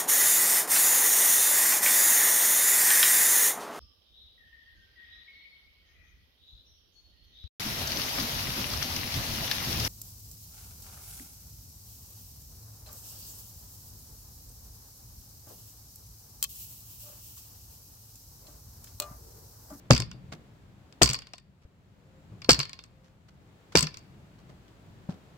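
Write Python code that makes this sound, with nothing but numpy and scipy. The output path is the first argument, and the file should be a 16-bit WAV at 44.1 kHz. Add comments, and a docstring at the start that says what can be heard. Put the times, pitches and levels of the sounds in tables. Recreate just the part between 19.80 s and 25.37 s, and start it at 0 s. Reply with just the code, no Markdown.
"""In a quiet back yard with a low rumble and faint air, a steel hand tamper pounds bare soil four times, up close.
Each blow slaps and thuds (falling tones and dull noise), crushes grit (grainy noise) and rebounds once.
The plate then chatters on its ringing handle, slower and softer: cracks, sliding pings, clanks of steel.
Between blows the lifted tool rattles and loose soil scuffs; midway, far birds call in plain tones.
A last soft bump lands on the earth. A faint echo follows the work throughout."""
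import sys
import numpy as np
from scipy import signal
from scipy.fft import rfft, irfft, next_fast_len
from scipy.io import wavfile
from scipy.ndimage import uniform_filter1d, map_coordinates

SR = 44100
rng = np.random.default_rng(int(sys.argv[2]) if len(sys.argv) > 2 else 0)


def master_out(mix):
    """Clip the mix to full scale and print it as 16-bit PCM to the path in sys.argv[1]."""
    frames = np.transpose(np.atleast_2d(mix))
    ceiling = np.clip(frames, -1, 1)
    pcm = np.round(ceiling * 32767).astype(np.int16)
    wavfile.write(sys.argv[1], SR, pcm)


N = 245794

# Levels in these tables are starting points: some sounds add a fixed gain to their table level.

# background level over time, with low blow tails and recorder gain dips after blows:
# (time [s], rumble level [dB], air level [dB])
BACKGROUND_LEVELS = [(0.0, -61.5, -63), (0.28, -42, -66.5), (0.53, -58, -63.5), (0.94, -56.5, -65.5),
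                     (1.27, -59, -63), (1.38, -59, -63.5), (1.61, -67, -73.5), (2.73, -52.5, -62.5),
                     (2.95, -63, -68.5), (3.4, -61.5, -68.5), (3.89, -58.5, -63.5), (4.95, -57.5, -63),
                     (5.57, -58, -62)]
# tone colour of the low rumble: (frequency [Hz], level [dB])
RUMBLE_COLOUR = [(12, -44.5), (20, -10), (27, -9), (49, 2.5), (92, 7), (199, 4), (282, -20.5), (350, -18.5),
                 (460, -38), (770, -120)]
# tone colour of the faint air: (frequency [Hz], level [dB])
AIR_COLOUR = [(150, -26.5), (250, -2), (510, -9), (557, -8.5), (723, -10.5), (1240, -15), (1380, -15.5),
              (4260, -24), (5730, -29), (7570, -28.5), (9170, -36.5), (15200, -35.5), (16000, -38.5)]
# how alike left and right noise are: (frequency [Hz], likeness [0 to 1])
LEFT_RIGHT_LIKENESS = [(100, .93), (500, 0.67), (1000, 0.004), (2000, 0), (10000, 0)]
# how long the echo lasts: (frequency [Hz], time to fall 60 dB [s])
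ECHO_FADE = [(100, 0.87), (500, 0.16), (2000, 0.68), (4600, 0.52), (8000, 0.1), (14000, 0.16)]
# far bird calls: (time [s], length [s], pitch [Hz], level [dB])
BIRD_CALLS = [(2.22, 0.25, 527, -64.5), (2.225, 0.3, 7300, -86), (3.07, 0.3, 524, -68)]
# loose soil shifts: (time [s], crumb level [dB], crumb fade time [s], dull pat level [dB])
SCUFFS = [(0.519, -30.5, 0.059, -42), (1.815, -56, 0.095, -79), (3.233, -55, 0.16, -69.5),
          (3.482, -49.5, 0.049, -70.5), (3.919, -37.5, .06, -66), (4.584, -51, 0.077, -79),
          (4.689, -47, 0.07, -49.5), (4.88, -51, 0.031, -69), (5.286, -42.5, 0.14, -40)]
# tone colour of rustling loose crumbs: (frequency [Hz], level [dB])
LOOSE_COLOUR = [(200, -16.5), (1100, 8.5), (3000, 1.5), (5000, 1), (8000, -7.5), (10000, -20),
                (15000, -21.5)]
# tone colour of a dull pat on soil: (frequency [Hz], level [dB])
PAT_COLOUR = [(30, -23), (80, -8), (160, 0.5), (300, -6.5), (700, -15.5), (1500, -29), (5000, -53.5)]
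# the plate clacks on its handle as the tool rocks or is lifted:
# (time [s], knock strength [dB], crack strength over the knock [dB])
CLACKS = [(0.1655, -30, -7), (0.2205, -32.5, -30), (0.3138, -42, -8.5), (1.1246, -54, -7),
          (1.2897, -27, -3), (1.3323, -42, 20), (1.3428, -26, -12), (1.4196, -45.5, -6.5),
          (1.4697, -48, -11), (1.5347, -39, -11), (1.5806, -49, -6), (2.6181, -42.5, -27),
          (2.6452, -39, -22), (2.8006, -21.5, -27), (2.8117, -33, -15), (2.8294, -33, -19),
          (2.8528, -38.5, -17), (2.8936, -41.5, -7), (2.9311, -37.5, -9), (2.9897, -41.5, -19),
          (3.0381, -51, 4.5), (4.039, -34, -25), (4.069, -30.5, -33), (4.1419, -41.5, -10),
          (4.1709, -42.5, -1)]
# vibrations of the steel plate: (pitch [Hz], level [dB], time to fall 60 dB, capped in plate_modes [s])
PLATE_MODES = [(429, -24.5, 0.11), (614, -37, 0.065), (1058, -17.5, .16), (1200, -25.5, 0.096),
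               (1434, -17.5, 0.061), (1340, -23.5, 0.044), (1826, -22, 0.14), (2176, -19.5, 0.049),
               (2210, -23.5, 0.42), (2570, -24, 0.059), (2885, -18.5, 0.047), (2770, -20.5, 0.16),
               (3330, -23, 0.12), (3064, -23, 0.037), (3600, -21.5, 0.2)]
# tone colour of a knock's sharp crack: (frequency [Hz], level [dB])
CRACK_COLOUR = [(300, -28.5), (1000, -14), (3600, -19.5), (5000, -3), (6500, 0.5), (8100, 6), (9300, -17),
                (11000, -17), (15000, -16)]
# tone colour of a steel clonk: (frequency [Hz], level [dB])
CLONK_COLOUR = [(300, -14.5), (850, -13.5), (1150, -2), (1900, -9), (2400, 1.5), (3000, -2), (3700, -2.5),
                (5000, -8.5), (9000, -40.5)]
# the handle's crowded overtones: (multiple of its ring pitch [ratio], level [dB])
SHIMMER_COLOUR = [(.07, -25), (.2, -31), (.5, -20.5), (0.921, -16.5), (.99, 9), (1.04, 5.5), (1.148, -3.5),
                  (1.351, -14), (1.8, -17), (2.049, -34), (3.3, -38)]
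# low bumps and short, higher knocks: (time [s], level [dB], pitch [Hz], time to fall 60 dB [s])
BUMPS_AND_KNOCKS = [(0.337, -40.5, 125, 0.53), (0.5227, -25, 716, 0.0093), (1.538, -28, 690, 0.016),
                    (1.85, -34, 74.5, 0.046), (2.515, -36.5, 107.2, .18), (5.2900, -12.5, 177.5, 0.03)]
# tone colour of crushed grit: (frequency [Hz], level [dB])
GRIT_COLOUR = [(60, -7.5), (250, 5), (600, 0), (900, -1), (1600, -2.5), (2500, -11.5), (4000, -26),
               (8000, -22), (10000, -33), (15000, -31)]
# tone colour of fizzing sand: (frequency [Hz], level [dB])
FIZZ_COLOUR = [(2000, -31), (5000, -6.5), (6800, 3), (8200, -3), (9300, -16), (12500, -10), (15500, -13)]
# the plate lands: (time [s], slap level [dB], slap pitch [Hz], crushed grit level [dB], sand fizz level [dB],
# clod level [dB], ground level [dB], thump level [dB], thump pitch [Hz], rebound thump level [dB],
# rebound delay [s], first chatter level [dB], chatter fade [dB per s], chatter length [s],
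# chatter's average crack strength over the knock [dB], handle's base ring pitch [Hz])
BLOWS = [(0.1056, -4, 540, -23, -41, -7.5, -13.5, -1.5, 127.4, -22, 0.095, -21, 100, .085, -8.5, 4540),
         (1.216, -7.5, 681.6, -20.5, -26.5, -23.5, -15.5, -14.5, 138, -23.5, 0.084, -17.5, 149, .19, -0.5, 4440),
         (2.6902, -10.5, 407.5, -19, -37.5, -18, -20, -26, 150.9, -24.5, .1004, -13.5, 261, .065, -5, 4320),
         (3.9524, -10, 435, -22.5, -33.5, -19.5, -22, -16, 167.3, -20, .076, -15, 226.5, .085, -1.5, 4466)]

LIFE = np.arange(SR // 2) / SR  # half a second of time for one short sound [s]


def amp(db):
    """Turn decibels into gain."""
    return 10 ** (np.asarray(db) / 20)


def unit(x):
    """Scale to an average (rms) strength of 1."""
    return x / np.sqrt(np.mean(x ** 2) + 1e-20)


def burst(x):
    """Scale a short sound to rms 1 over its first 4 ms."""
    return x / np.sqrt(np.mean(x[:, :round(.004 * SR)] ** 2))


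def along(points, hz):
    """Read a table of (frequency, value) points on a log axis."""
    f, v = np.transpose(points)
    return np.interp(np.log(hz + 1), np.log(f + 1), v)


def fade(t60, rise):
    """Envelope that swells in about rise seconds and falls 60 dB in t60 seconds."""
    fall = np.exp(-np.log(1000) * LIFE / t60)
    return fall * (1 - np.exp(-LIFE / rise))


def sides(pan_db):
    """Left and right gains for a level difference, left minus right."""
    return amp(np.array([[pan_db], [-pan_db]]) / 2)


def add(track, s, sound):
    """Mix a sound into the track at time s."""
    part = track[:, max(round(s * SR), 0):][:, :len(LIFE)]
    part += sound[..., :part.shape[1]]


def noise(spectrum, size=len(LIFE)):
    """Coloured stereo noise of rms 1, alike in the bass and unrelated in the treble."""
    hz = np.fft.rfftfreq(size, 1 / SR)
    # more side against mid makes left and right less alike
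    turn = np.arccos(np.clip(along(LEFT_RIGHT_LIKENESS, hz), -1, 1)) / 2
    shares = [np.cos(turn), np.sin(turn)]
    white = rfft(rng.standard_normal((2, size)))
    mid, side = irfft(white * amp(along(spectrum, hz)) * shares, size)
    return unit(np.array([mid + side, mid - side]))


def wobble(rate):
    """A smooth random curve with rate random points a second."""
    points = rng.standard_normal(int(N * rate / SR) + 4)
    return map_coordinates(points, [np.arange(N) * rate / SR])


def crumbly(x, depth_db):
    """Break a sound into millisecond grains of random size."""
    grains = unit(uniform_filter1d(rng.standard_normal(len(LIFE)), size=50))
    return unit(x * amp(depth_db * grains))


def swing(hz, t60, rise):
    """One vibration that dies away, like a plucked spring."""
    return np.sin(2 * np.pi * hz * LIFE) * fade(t60, rise)


def thump(hz, t60):
    """One dying vibration, as of packed soil under a weight, with a dull pat."""
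    return swing(hz, t60, rise=0.0025) + amp(-11) * noise(PAT_COLOUR) * fade(t60, rise=0.0047)


def yard():
    """Low outdoor rumble and faint air: coloured noise whose level follows a table and wavers."""
    s, *levels = np.transpose(BACKGROUND_LEVELS)
    rumble_db, air_db = [np.interp(np.arange(N) / SR, s, level) for level in levels]
    size = next_fast_len(N)
    rumble_gain = amp(2.5 + rumble_db + 2.2 * wobble(rate=6))
    rumble = rumble_gain * noise(RUMBLE_COLOUR, size)[:, :N]
    air_gain = amp(3 + air_db + 0.39 * wobble(rate=4.0))
    air = air_gain * noise(AIR_COLOUR, size)[:, :N]
    return (rumble + air) * sides(pan_db=1.5)


def birds():
    """Far away, a dove coos twice and a small bird whistles thinly once: tones that swell and sink."""
    out = np.zeros((2, N))
    for s, length, hz, db in BIRD_CALLS:
        arch = np.sqrt(np.abs(np.sin(np.pi * np.minimum(LIFE / length, 1))))
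        add(out, s, amp(db) * arch * np.sin(2 * np.pi * hz * LIFE))
    return out


def walls(x):
    """The fence and house give back a faint tail, each frequency dying at its own speed."""
    hz, t, z = signal.stft(rng.standard_normal((2, len(LIFE))), SR, nperseg=256)
    dying = np.exp(-np.log(1000) * t / along(ECHO_FADE, hz)[:, None])
    tail = signal.istft(z * dying, SR, nperseg=256)[1]
    return signal.fftconvolve(x, tail / np.linalg.norm(tail[0]), axes=1)[:, :N]


def scuffs():
    """Crumbs of soil rustle as grainy noise over a dull pat."""
    out = np.zeros((2, N))
    for s, db, length, pat_db in SCUFFS:
        crumbs = amp(db + 4.5) * crumbly(noise(LOOSE_COLOUR), depth_db=4.5) * fade(length, rise=length / 4)
        pat = amp(pat_db) * noise(PAT_COLOUR) * fade(t60=0.28, rise=0.0043)
        add(out, s, crumbs + pat)
    return out


def knocks():
    """List contacts of plate and handle as (s, dB, crack dB): single clacks, chatter, rebounds."""
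    rows, k = list(CLACKS), np.arange(16)
    # the chatter slows: each gap is 2.3 ms longer than the last, before a little scatter
    gaps = .006 + .0023 * k
    for s, *_, rebound_s, first_db, fade_db_per_s, length, crack_db, _ in BLOWS:
        early, strength, hardness = rng.standard_normal((len(k), 3)).T
        after = .003 + np.cumsum(gaps) - gaps + .12 * gaps * early
        db = first_db - fade_db_per_s * after - 2 * strength
        chatter_rows = np.transpose([s + after, db, crack_db + 3 * hardness])
        rows += list(chatter_rows[after < length])
        rows.append((s + rebound_s, -27.5, -1.5))  # the lighter second landing
    return rows


def plate_modes():
    """The steel plate's separate vibrations, damped so that none outlasts a set time."""
    damped_t60_s = .13
    return np.array([amp(db) * np.exp(2j * np.pi * hz * LIFE) * fade(min(t60, damped_t60_s), rise=0.003)
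                     for hz, db, t60 in PLATE_MODES])


def plate(ringing):
    """The steel's modes at new strengths; the soil under it detunes them a little each time."""
    phases = np.exp(2j * np.pi * rng.random((2, len(PLATE_MODES))))
    strength = amp(rng.normal(0, 4, len(PLATE_MODES))) * phases
    # a random waver roughens each pitch
    waver = unit(uniform_filter1d(rng.standard_normal(len(LIFE)), size=200))
    pace = 1 + rng.uniform(-.03, .03) + .025 * waver
    warped_s = np.cumsum(pace) / SR
    steady = (strength @ ringing).real
    return burst(np.array([np.interp(warped_s, LIFE, side, right=0) for side in steady]))


def ping(ring_hz, top_hz, glide, t60, rough_db):
    """A click runs through the handle: its high waves arrive first, then it slides down to the ring."""
    settled_hz = ring_hz * np.exp(rng.normal(0, 0.029))
    hz = settled_hz + top_hz * np.exp(rng.normal(0, 0.3) - LIFE / glide)
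    phase = 2 * np.pi * (np.cumsum(hz) / SR + rng.random())
    # left and right carry the ping a quarter wave apart, which keeps it wide and even
    left_right = np.array([np.sin(phase), np.cos(phase)])
    # random grains roughen the ping
    return burst(crumbly(left_right, rough_db) * fade(t60, rise=0.00035))


def chatter():
    """Every knock of plate on handle cracks, pings and leaves both ringing."""
    out = np.zeros((2, N))
    ringing = plate_modes()
    for s, db, crack_db in knocks():
        # use the handle pitch of the blow nearest in time
        ring_hz = min(BLOWS, key=lambda blow: abs(blow[0] - s))[-1]
        # hard knocks wake the ring far more than light ones, which mostly clank
        shimmer = crumbly(noise(np.array(SHIMMER_COLOUR) * [ring_hz, 1]), depth_db=2.5)
        ring = amp(0.17 * db - 5.5) * shimmer * fade(t60=0.15, rise=0.0011)
        clonk = burst(crumbly(noise(CLONK_COLOUR), depth_db=3.0) * fade(t60=.024, rise=.0008))
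        clank = amp(-3) * plate(ringing) + amp(10.5) * clonk
        crack = amp(crack_db - 5.5) * burst(noise(CRACK_COLOUR) * fade(t60=0.014, rise=0.00078))
        # the ping, too, grows faster than the knock
        slide = ping(ring_hz + 200, top_hz=1950, glide=.0007, t60=0.016, rough_db=4.5)
        slide = amp(0.091 * (db + 27) - 2.0) * slide
        wander = sides(rng.normal(0, 8.5))
        contact = wander * (crack * sides(pan_db=11.5) + slide * sides(pan_db=-1))
        # the clank follows only part of the knock's strength
        clank = amp(-20.5 + 0.84 * db) * clank * sides(pan_db=1.5)
        add(out, s + 0.00022, amp(db) * (contact + ring) + clank)
        # the loose joint strikes three more times, usually much more lightly, with the sides swapped
        for delay, jitter in zip(rng.uniform(0.0023, .024, size=3), rng.normal(0, 2.7, size=3)):
            add(out, s + delay, amp(db - 20.5 + jitter) * contact[::-1])
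    return out


def soil():
    """The plate slaps the earth and crushes grit; the ground swings under its weight."""
    out = np.zeros((2, N))
    for (s, slap_db, slap_hz, grit_db, fizz_db, clod_db, ground_db, thump_db, thump_hz,
         rebound_db, rebound_s, *_) in BLOWS:
        # one edge brushes the loose crumbs just before the plate lands flat
        add(out, s - .003, amp(grit_db - 11.0) * noise(GRIT_COLOUR) * fade(t60=0.015, rise=0.00053))
        add(out, s, -amp(slap_db) * swing(slap_hz, t60=0.017, rise=0.00013))
        # grit is crushed, then trickles on more quietly; the steel gives its first clonk on the soil
        crushed = crumbly(noise(GRIT_COLOUR), depth_db=4.5) * fade(t60=0.063, rise=0.0015)
        add(out, s, amp(grit_db + 9.5) * crushed)
        clonk = burst(noise(CLONK_COLOUR) * fade(t60=.02, rise=.001))
        add(out, s + 0.0017, amp(grit_db + 4.5) * clonk)
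        trickle = crumbly(noise(GRIT_COLOUR), depth_db=-2) * fade(t60=0.33, rise=0.03)
        add(out, s, amp(grit_db - 13.5) * trickle)
        fizz = crumbly(noise(FIZZ_COLOUR), depth_db=7.5) * fade(t60=0.18, rise=0.0011)
        add(out, s, amp(fizz_db) * fizz)
        # the packed clod under the plate answers at once, the wider ground late and low
        add(out, s + 0.0013, amp(clod_db - 2.0) * swing(hz=243.4, t60=0.11, rise=0.0047))
        add(out, s + .012, amp(ground_db) * swing(hz=63.3, t60=0.17, rise=0.011))
        # the weight sinks in, settles, and lands once more after its rebound
        add(out, s + 0.00074, amp(thump_db) * thump(thump_hz, t60=.105))
        add(out, s + .027, amp(ground_db + 6.5) * thump(hz=121, t60=0.043))
        add(out, s + rebound_s - .005, amp(rebound_db) * thump(.92 * thump_hz, t60=0.14))
    for s, db, hz, t60 in BUMPS_AND_KNOCKS:
        add(out, s, amp(db) * thump(hz, t60))
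    # these sounds reach the right microphone port a little later
    port_lag_s = 0.00018
    t = np.arange(N) / SR
    late_right = np.interp(t - port_lag_s, t, out[1])
    return np.array([out[0], late_right]) * sides(pan_db=2.0)


def scene():
    """The tamper on the soil, its echo, the yard and the birds."""
    work = soil() + chatter() + scuffs()
    return work + amp(-26.0) * walls(work) + yard() + birds()


def record(dry):
    """The recorder rounds off the highest peaks and keeps nothing above its band limit."""
    top_hz, slope_hz = 16600, 900  # band limit and the width of the fade below it
    held = dry / (1 + dry ** 6) ** (1 / 6)
    size = next_fast_len(N + SR)  # spare silence keeps the end from wrapping to the start
    edge = np.clip((top_hz - np.fft.rfftfreq(size, 1 / SR)) / slope_hz, 0, 1)
    return irfft(rfft(held, size) * np.sin(np.pi * edge / 2) ** 2, size)[:, :N]


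dry = scene()
out = record(dry)
master_out(out)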